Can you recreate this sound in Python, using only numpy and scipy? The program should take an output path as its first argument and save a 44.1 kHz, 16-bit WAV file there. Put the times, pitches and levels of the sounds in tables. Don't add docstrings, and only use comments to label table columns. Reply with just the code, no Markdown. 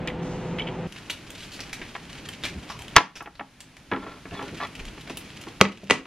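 import sys
import numpy as np
from scipy import signal
from scipy.fft import rfft, irfft, next_fast_len
from scipy.io import wavfile
from scipy.ndimage import uniform_filter1d

SR = 44100
rng = np.random.default_rng(int(sys.argv[2]) if len(sys.argv) > 2 else 0)


def pcm_store(signal):
    levels = np.round(np.clip(np.atleast_2d(signal), -1, 1) * 32767)
    wavfile.write(sys.argv[1], SR, levels.astype(np.int16).T)


N = 267246
TIME = np.arange(N) / SR
RING = np.arange(SR // 3) / SR
HOOD_STOP_S = .872

# frequency in Hz, relative level in dB.
FRACTURE_SPECTRUM = [(200, 3.5), (900, -6), (1700, 0.5), (2800, 5), (3600, 0), (5500, -6), (8000, -9.5),
                     (12000, -24), (15500, -40)]
# frequency in Hz, level in dB, T60 in seconds.
PLATE_MODES = [(674, -2.5, 0.082), (822, 1.5, 0.089), (912, -4.5, 0.15), (1008, -4, 0.1), (1124, -2, 0.086),
               (1331, 0.5, 0.066), (1390, -3.5, 0.076), (1690, 2, 0.033), (1795, -2.5, 0.046),
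               (1900, 1.5, 0.055), (2157, 0.5, 0.026), (2205, 5, 0.049), (2574, 1, 0.045),
               (2800, -3.5, 0.023), (3330, -6, 0.039)]
TABLE_MODES = [(109.5, -4.5, .046), (150, -6.5, .09), (196, 0, 0.14), (266.4, 1.5, 0.17), (318, 13, 0.027),
               (341, 5.5, 0.056), (410, 2.5, 0.072), (486, 0, .024), (547, -1, 0.068), (680, -4.5, 0.047)]


def amp(db):
    return 10 ** (np.asarray(db) / 20)


def read(points, hz):
    f, value = np.transpose(points)
    return np.interp(np.log(hz + 1), np.log(f + 1), value)


def evened(x):
    return x / np.sqrt(np.mean(x ** 2) + 1e-20)


def unit_blow(x):
    return x / np.sqrt(np.sum(x ** 2) * 100 / SR + 1e-20)


def add(mix, s, sound):
    part = mix[round(s * SR):][:len(sound)]
    part += sound[:len(part)]


def coloured(x, points, tilt_db=0):
    size = 2 * next_fast_len(x.shape[-1] // 2 + 1024)
    hz = np.fft.rfftfreq(size, 1 / SR)
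    gain = amp(read(points, hz) + tilt_db * np.log2(np.maximum(hz, 1000) / 1000))
    cepstrum = irfft(np.log(gain))
    cepstrum[1:size // 2] *= 2
    cepstrum[size // 2 + 1:] = 0
    return irfft(rfft(x, size) * np.exp(rfft(cepstrum)), size)[..., :x.shape[-1]]


def grains(count, per_s, spread_db):
    size = amp(spread_db * np.minimum(rng.exponential(1, count), 4))
    return size * rng.choice([-1, 1], count) * (rng.random(count) < per_s / SR)


def wander(samples):
    return evened(uniform_filter1d(rng.standard_normal(N), samples))


def burst(length_s):
    spectrum = rfft(rng.standard_normal(len(RING)) * np.exp(-RING / length_s))
    return irfft(spectrum / (abs(spectrum) + 1e-12), len(RING)) * np.exp(-RING / (10 * length_s))


def progress(s, length_s):
    return np.clip((TIME - s) / length_s, 0, 1)


def ring(modes, scatter_db, favoured_hz=None, favour_db=7.5, favour_octaves=.18):
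    hz, db, t60 = np.transpose(modes)[:, :, None]
    if favoured_hz:
        db = db + favour_db * np.exp(-(np.log2(hz / favoured_hz) / favour_octaves) ** 2)
    polarity = (-1) ** np.arange(len(hz))[:, None]
    share = polarity * amp(db + scatter_db * rng.standard_normal(hz.shape))
    decay = np.exp(-np.log(1000) * RING / t60)
    return unit_blow((share * decay * np.sin(2 * np.pi * hz * RING)).sum(0))


def diffuse(pair):
    # frequency in Hz, gain of side relative to mid in dB.
    side_gain = [(30, -35.5), (100, -29.5), (400, -9), (1200, -9.5), (2500, -12), (4500, -3), (8000, 1.5),
                 (15000, 13.5)]
    side = coloured(pair[1], side_gain)
    return np.array([pair[0] + side, pair[0] - side])


def placed(x, bearing, wet_db):
    # frequency in Hz, phase between the ports in radians at bearing 1.
    port_phase = [(100, 0.0984), (3000, 0.23), (5500, 2.16), (9000, 2.45), (15000, 4)]
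    # frequency in Hz, reverberation time in seconds.
    kitchen_t60 = [(100, 0.43), (400, 0.26), (2000, 0.25), (6000, 0.21), (14000, 0.16)]
    size = next_fast_len(N + SR // 2)
    turn = np.exp(.5j * bearing * read(port_phase, np.fft.rfftfreq(size, 1 / SR)))
    reflections = grains(2 * len(RING), per_s=5000, spread_db=-2.5).reshape(2, -1)
    hz, t, bands = signal.stft(reflections, SR, nperseg=256)
    decay = np.exp(-np.log(1000) * t / read(kitchen_t60, hz)[:, None])
    tail = signal.istft(bands * decay, SR, nperseg=256)[1][:, :len(RING)]
    tail *= np.clip(RING / 0.00054 - 1, 0, 1)
    echo = amp(wet_db) * diffuse(tail / np.linalg.norm(tail[0]))
    return irfft(rfft(x, size) * (np.array([turn, 1 / turn]) + rfft(echo, size)), size)[:, :N]


def hood(air_db=-33.5, waver_radians=0.53, width_db=-6):
    # frequency in Hz, relative level in dB.
    air_spectrum = [(18, -43), (30, -11), (81, -10.5), (158, -3), (304, -10), (364, -9.5), (460, -13),
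                    (497, -10.5), (552, -16), (905, -16), (1090, -23), (2630, -28), (2840, -29),
                    (5440, -47), (9000, -52.5), (11000, -69), (15000, -78)]
    # frequency in Hz, rms level in dB.
    fan_tones = [(166.9, -37.5), (199.2, -63), (371.4, -44.5), (500.6, -42.5)]
    air = amp(air_db) * evened(coloured(rng.standard_normal((2, N)), air_spectrum))
    for hz, db in fan_tones:
        drift = evened(uniform_filter1d(wander(5000), 3000))
        air[0] += amp(db) * np.sqrt(2) * np.sin(2 * np.pi * hz * TIME + waver_radians * drift)
    running = np.clip((HOOD_STOP_S - TIME) / 0.00038, 0, 1)
    return diffuse(air * amp([[0], [width_db]])) * running


def fractures(decay_s, per_s, spread_db):
    return grains(len(RING), per_s, spread_db) * np.sqrt(RING) * np.exp(-RING / decay_s)


def eggshell(ring_t60=0.042, edge_db=-36):
    # start in seconds, level in dB, decay time in seconds, ring over crunch in dB, ring in Hz.
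    breaks = [(0.0746, -28, 0.0073, -8, 1930), (0.102, -37.5, 0.0017, 15, 2010),
              (0.586, -31, 0.004, -13, 2300), (0.597, -28.5, .004, 15, 2990),
              (0.604, -31.5, 0.0052, 5, 2290), (.621, -34, .003, 15, 3160),
              (.671, -32.5, 0.0061, -10, 2930)]
    # frequency in Hz, relative level in dB.
    crunch_spectrum = [(800, -16), (1600, -7), (2100, -0.5), (3300, 0), (4200, -19), (7000, -30),
                       (14000, -44)]
    out = np.zeros(N)
    for s, db, decay_s, ring_db, hz in breaks:
        clicks = coloured(grains(len(RING), per_s=4000, spread_db=7.5), crunch_spectrum)
        crunch = unit_blow(clicks * np.sqrt(RING) * np.exp(-RING / decay_s))
        shell = ring([(hz, 0, ring_t60)], scatter_db=0)
        add(out, s, amp(db) * unit_blow(crunch + amp(ring_db) * shell))
    edge = unit_blow(coloured(burst(0.0022), FRACTURE_SPECTRUM, tilt_db=6))
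    add(out, breaks[0][0], amp(edge_db) * edge)
    return placed(out, bearing=0.97, wet_db=-15)


def sizzle(start_s=0.21, rise_s=0.024, level_db=-51, fade_db_per_s=16):
    # frequency in Hz, relative level in dB.
    fizz_spectrum = [(1500, -12), (4000, -9), (7000, -7), (8700, -13), (10500, -24), (14000, -28)]
    fizz = evened(coloured(grains(N, per_s=7300, spread_db=3.5), fizz_spectrum))
    envelope = progress(start_s, rise_s) * amp(level_db - fade_db_per_s * (TIME - start_s))
    return placed(envelope * fizz * (TIME < HOOD_STOP_S), bearing=0.97, wet_db=-12)


def handling(fade_s=0.11):
    # start in seconds, start of the fade-out in seconds, level in dB.
    spells = [(0.817, 1.254, -51), (1.244, 1.635, -50), (1.64, 2.951, -49.5), (3.094, 3.855, -75.5),
              (4.23, 5.523, -51), (5.59, 6.1, -46.5)]
    return sum(amp(db) * progress(start, fade_s) * (1 - progress(end, fade_s))
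               for start, end, db in spells)


def brushing(over_rustle_db=2.5, uneven_db=2):
    # frequency in Hz, relative level in dB.
    brush_spectrum = [(25, -14), (60, -1), (160, 1.5), (300, 0.5), (500, -7.5), (1200, -14), (2600, -14),
                      (6000, -53), (15000, -55.5)]
    uneven = amp(uneven_db * wander(2500))
    friction = evened(uneven * coloured(rng.standard_normal((2, N)), brush_spectrum))
    return diffuse(amp(over_rustle_db) * handling() * friction)


def snap(decay_s, tilt_db, hz, t60_cycles=13, ring_loss_db_per_s=300):
    cells = fractures(decay_s, per_s=1500, spread_db=1.5)
    leaf = signal.oaconvolve(cells, ring([(hz, 0, t60_cycles / hz)], scatter_db=0))[:len(RING)]
    crack = unit_blow(coloured(cells, FRACTURE_SPECTRUM, tilt_db))
    return unit_blow(crack + amp(-0.5 - ring_loss_db_per_s * decay_s) * unit_blow(leaf))


def lettuce(clump_db=5):
    # start in seconds, level in dB, decay time in seconds, tilt in dB per octave, ring in Hz.
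    tears = [(0.923, -42.5, 0.0025, 5.5, 3200), (0.961, -41, 0.004, 0, 2900),
             (1.097, -28, 0.0042, 2.5, 3000), (1.103, -30.5, 0.0059, 7, 4150),
             (1.304, -41, 0.0022, 11.5, 3500), (1.376, -40, 0.028, 3.5, 3950), (1.421, -39, 0.022, 4, 3250),
             (1.517, -36.5, 0.025, 5.5, 4740), (1.592, -38, 0.0049, -1.5, 2150),
             (1.604, -34, 0.0033, 2, 5430), (1.726, -31, 0.0084, 4, 2450), (1.814, -33, 0.0068, -5.5, 2030),
             (2.288, -34.5, 0.0016, 5.5, 3150), (2.436, -26.5, 0.0056, -1, 3600),
             (2.449, -27, 0.01, 2.5, 2530), (2.695, -36, 0.014, 0, 5400), (2.789, -41, 0.0055, 5, 2880),
             (2.82, -41, 0.0016, 7, 3200), (2.881, -41, 0.0015, 3, 3310), (3.155, -27, 0.014, -1.5, 5400),
             (3.226, -44, 0.00093, 22, 7660), (3.353, -42, 0.0023, -5.5, 4130),
             (3.604, -35, 0.0034, 3.5, 7700), (3.767, -42, .003, 3.5, 2460), (4.308, -42, .003, -8, 2720),
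             (4.426, -45, 0.0013, 4, 3480), (4.486, -42, 0.006, -6, 2110), (4.568, -38, 0.014, 1, 2680),
             (4.67, -46, 0.0029, 4, 3000), (4.752, -39.5, 0.0033, 3.5, 2980),
             (4.794, -38.5, 0.0034, 0, 2530), (4.853, -43, 0.00087, 5.5, 2900),
             (5.008, -45, 0.0055, 6, 3700), (5.074, -41, 0.0049, -3, 2240),
             (5.096, -37.5, 0.0056, 1.5, 2650), (5.171, -34, 0.003, 21, 2970),
             (5.303, -45, 0.0027, -1, 3330), (5.412, -42.5, 0.0045, 8, 3060), (5.719, -37, 0.0061, 2, 3000),
             (5.84, -46, .002, 6, 6030)]
    snaps = np.zeros(N)
    for s, db, decay_s, tilt_db, hz in tears:
        add(snaps, s, amp(db) * snap(decay_s, tilt_db, hz))
    cells = amp(clump_db * wander(600)) * grains(N, per_s=1800, spread_db=3)
    rustle = handling() * evened(coloured(cells, FRACTURE_SPECTRUM, tilt_db=0.75))
    return placed(snaps, bearing=-0.42, wet_db=-6) + placed(rustle, bearing=-0.56, wet_db=-7)


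def contacts(rows, graze_lead_s=0.0062, graze_db=-26):
    for s, db, cutoff_hz, thump_db, settle_s, settle_db, favoured_hz in rows:
        yield s - graze_lead_s, db + graze_db, cutoff_hz / 2, thump_db, None
        yield s, db, cutoff_hz, thump_db, favoured_hz
        yield s + settle_s, db + settle_db, cutoff_hz * 0.51, thump_db + 1.5, favoured_hz


def push(hz, length_s):
    swell = RING / length_s * np.exp(2 - 2 * RING / length_s) * signal.windows.tukey(len(RING), .02)
    band = signal.butter(2, [hz / 2, 1.5 * hz], "band", fs=SR, output="sos")
    return evened(signal.sosfilt(band, rng.standard_normal(len(RING)))) * swell


def knocks(rows, modes, crack_spectrum, crack_db, crack_s, push_db, push_hz, push_s):
    out = np.zeros(N)
    for s, db, cutoff_hz, thump_db, favoured_hz in contacts(rows):
        contact_s = crack_s * amp(-0.12 * db)
        crack = unit_blow(coloured(burst(contact_s), crack_spectrum))
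        wood = ring(modes, scatter_db=4.5, favoured_hz=favoured_hz) + amp(crack_db) * crack
        wood = unit_blow(signal.lfilter(*signal.butter(4, cutoff_hz, fs=SR), wood))
        add(out, s, amp(db) * (wood + amp(thump_db) * ring(TABLE_MODES, scatter_db=3)))
    out = signal.sosfilt(signal.butter(2, 80, "high", fs=SR, output="sos"), out)
    for s, db, *_ in rows:
        add(out, s, amp(db + push_db) * push(push_hz, push_s))
    return out


def plate_knocks():
    # time in seconds, level in dB, contact cutoff in Hz, relative thump in dB,
    # settling delay in seconds, relative settling level in dB, favoured frequency in Hz.
    blows = [(1.951, -32, 3760, -21, 0.01, -4.5, 2080), (2.699, -34, 2220, -32, .014, -14, 1110),
             (2.9637, 2.5, 9800, -17.5, .0055, -4.5, 1710), (2.9805, -4.5, 5550, -10.5, .025, -12.5, 845),
             (3.206, -26.5, 3100, -10, .013, -4, 1270), (3.259, -31.5, 3300, -8, .013, 2, 744),
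             (3.395, -26, 3260, -6.5, .014, 1.5, 1860), (3.915, -24, 3700, -0.5, .0082, 3, 930),
             (3.934, -27, 3560, -0.5, .011, -1, 1340), (3.961, -33, 3820, 3, .008, -1, 1010),
             (4.027, -44.5, 1700, 5.5, .01, 1, 1340), (4.064, -35, 1920, -1, .008, -10, 1340),
             (4.255, -40.5, 3060, 3.5, .011, -7, 560), (4.3925, -34, 3000, -7, .006, -16, 1090),
             (4.413, -35, 1880, -3.5, .012, -1.5, 1410), (4.602, -31.5, 2180, -13, .022, -1, 666),
             (4.977, -43.5, 3900, 3.5, .015, -31, 1150), (5.098, -39.5, 4200, 6.5, .006, -25, 1090),
             (5.468, -41, 1980, 5.5, .015, -25, 1100)]
    # frequency in Hz, relative level in dB.
    crack_spectrum = [(100, -14), (400, -5), (750, -1), (1200, 2), (2200, -1.5), (3500, -4), (4400, -11),
                      (6000, -8.5), (8500, -20), (11000, -18.5), (15000, -45)]
    return knocks(blows, PLATE_MODES, crack_spectrum, crack_db=1, crack_s=0.0043,
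                  push_db=-33.5, push_hz=88, push_s=0.0045)


def bumps():
    # start in seconds, level in dB, frequency in Hz, length in seconds.
    nudges = [(2.496, -41.5, 183, 0.062), (2.556, -34, 103, .026), (2.716, -48.5, 98, 0.078),
              (2.967, -6.5, 63, 0.003), (4.518, -39, 225, 0.028), (4.767, -39, 35.2, 0.079)]
    out = np.zeros(N)
    for s, db, hz, length_s in nudges:
        add(out, s, amp(db) * push(hz, length_s))
    return out


def stroke(s, length_s, fullness=1):
    u = progress(s, length_s)
    return (4 * u * (1 - u)) ** fullness


def rub(start_s=2.7, length_s=0.14, from_hz=1300, to_hz=756, flutter_hz=130, level_db=-47, catch_db=6):
    hz = from_hz + (to_hz - from_hz) * progress(start_s, length_s) ** 0.92
    phase = 2 * np.pi * np.cumsum(hz) / SR
    lowpass = signal.butter(2, flutter_hz, fs=SR, output="sos")
    flutter = signal.sosfilt(lowpass, rng.standard_normal((2, N)))
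    resonance = flutter[0] * np.cos(phase) + flutter[1] * np.sin(phase)
    catches = amp(catch_db * wander(900))
    return amp(level_db) * stroke(start_s, length_s, fullness=0.23) * evened(catches * resonance)


def slide(ring_db=-2, catch_db=2, rim_width_hz=45):
    # start and length in seconds, level in dB, relative table rumble in dB,
    # rim frequency in Hz, relative rim level in dB.
    pushes = [(3.916, 0.3, -45, 3, 1344, -4), (4.312, 0.047, -46.5, 9.5, 686, -3),
              (4.334, 0.064, -40, -5, 3385, -6), (4.387, 0.071, -42, 1.5, 400, 0),
              (4.44, 0.077, -49, 7, 1410, 2), (4.595, 0.077, -31, -10, 1150, -7),
              (4.616, 0.045, -44.5, -10, 1935, -2)]
    # frequency in Hz, relative level in dB.
    scrape_spectrum = [(100, -28), (400, -26), (620, 4), (800, -3), (1150, 6), (1550, -4.5), (1860, 2),
                       (2200, -9.5), (3400, -6), (5000, -16), (12000, -36)]
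    slips = amp(catch_db * wander(300)) * grains(N, per_s=2800, spread_db=2.3)
    plate = evened(signal.oaconvolve(slips, ring(PLATE_MODES, scatter_db=0.5))[:N])
    table = evened(signal.oaconvolve(slips, ring(TABLE_MODES, scatter_db=0.5))[:N])
    scrape = evened(evened(coloured(slips, scrape_spectrum)) + amp(ring_db) * plate)
    out = np.zeros(N)
    for s, length_s, db, rumble_db, rim_hz, rim_db in pushes:
        rim = evened(signal.lfilter(*signal.iirpeak(rim_hz, rim_hz / rim_width_hz, fs=SR), slips))
        out += amp(db) * stroke(s, length_s) * (scrape + amp(rumble_db) * table + amp(rim_db) * rim)
    return out


def dish_knocks():
    # time in seconds, level in dB, contact cutoff in Hz, relative thump in dB,
    # settling delay in seconds, relative settling level in dB, favoured frequency in Hz.
    blows = [(5.6121, -2, 6500, -4, 0.04, -14, 1205), (5.833, -43.5, 905, 16, 0.0083, -17, 400),
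             (5.8992, -12.5, 8200, -11, 0.0043, -1, 2700), (5.9079, -2.5, 7800, -5.5, .013, -12.5, 920),
             (6.055, -33.5, 4300, -21, 0.011, -7, 2600)]
    # frequency in Hz, level in dB, T60 in seconds.
    modes = [(386, 4, 0.066), (568, 6, 0.017), (605, 5, 0.061), (830, -1, 0.019), (970, 1.5, 0.026),
             (1113, 6.5, 0.044), (1270, 9, 0.033), (1970, 13, 0.038), (2240, -6, 0.021),
             (2780, 10.5, 0.014), (3250, 7.5, 0.028), (3770, 8, 0.021)]
    # frequency in Hz, relative level in dB.
    crack_spectrum = [(100, -18.5), (350, 0.5), (650, -0.5), (1100, -3.5), (1550, -5), (2500, 0.5),
                      (3300, -9), (4500, -11), (6800, -11.5), (8500, -9.5), (11000, -12), (15000, -35)]
    return knocks(blows, modes, crack_spectrum, crack_db=4, crack_s=0.0019,
                  push_db=-28, push_hz=219, push_s=0.021)


def room_tone(level_db=-47.5, width_db=-2):
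    # frequency in Hz, relative level in dB.
    room_spectrum = [(20, -9.5), (50, 4.5), (90, -1.5), (150, 3), (280, -1), (440, -10.5), (1100, -12.5),
                     (2600, -11.5), (4400, -17.5), (10000, -26.5), (12800, -37), (15000, -52)]
    air = amp(level_db) * evened(coloured(rng.standard_normal((2, N)), room_spectrum))
    return diffuse(air * amp([[0], [width_db]])) * (TIME > HOOD_STOP_S)


def scene():
    plates, dish = plate_knocks(), dish_knocks()
    plates = placed(plates + slide() + rub(), bearing=0.73, wet_db=-13.5)
    dish = placed(dish, bearing=-0.81, wet_db=-8.5)
    return hood() + room_tone() + eggshell() + sizzle() + plates + dish + bumps() + brushing() + lettuce()


def record(dry, threshold_db=-16, most_db=11, recover_db_per_s=8, attack_s=0.0064,
           dip_hz=8100, dip_q=4, dip_db=-5, edge_hz=15800):
    power = signal.lfilter([1 / 128], [1, 1 / 128 - 1], (dry ** 2).mean(0))
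    excess_db = np.clip(10 * np.log10(power + 1e-12) - threshold_db, 0, most_db)
    recovery_db = TIME * recover_db_per_s
    held_db = np.maximum.accumulate(excess_db + recovery_db) - recovery_db
    lag = np.exp(-1 / (attack_s * SR))
    ducked = dry / amp(signal.lfilter([1 - lag], [1, -lag], held_db))
    clipped = ducked / (1 + ducked ** 6) ** (1 / 6)
    dipped = clipped - (1 - amp(dip_db)) * signal.lfilter(*signal.iirpeak(dip_hz, dip_q, fs=SR), clipped)
    band_limit = signal.firwin(511, edge_hz, window=("kaiser", 9), fs=SR)
    return signal.oaconvolve(dipped, band_limit[None], "same")


dry = scene()
out = record(dry)
pcm_store(out)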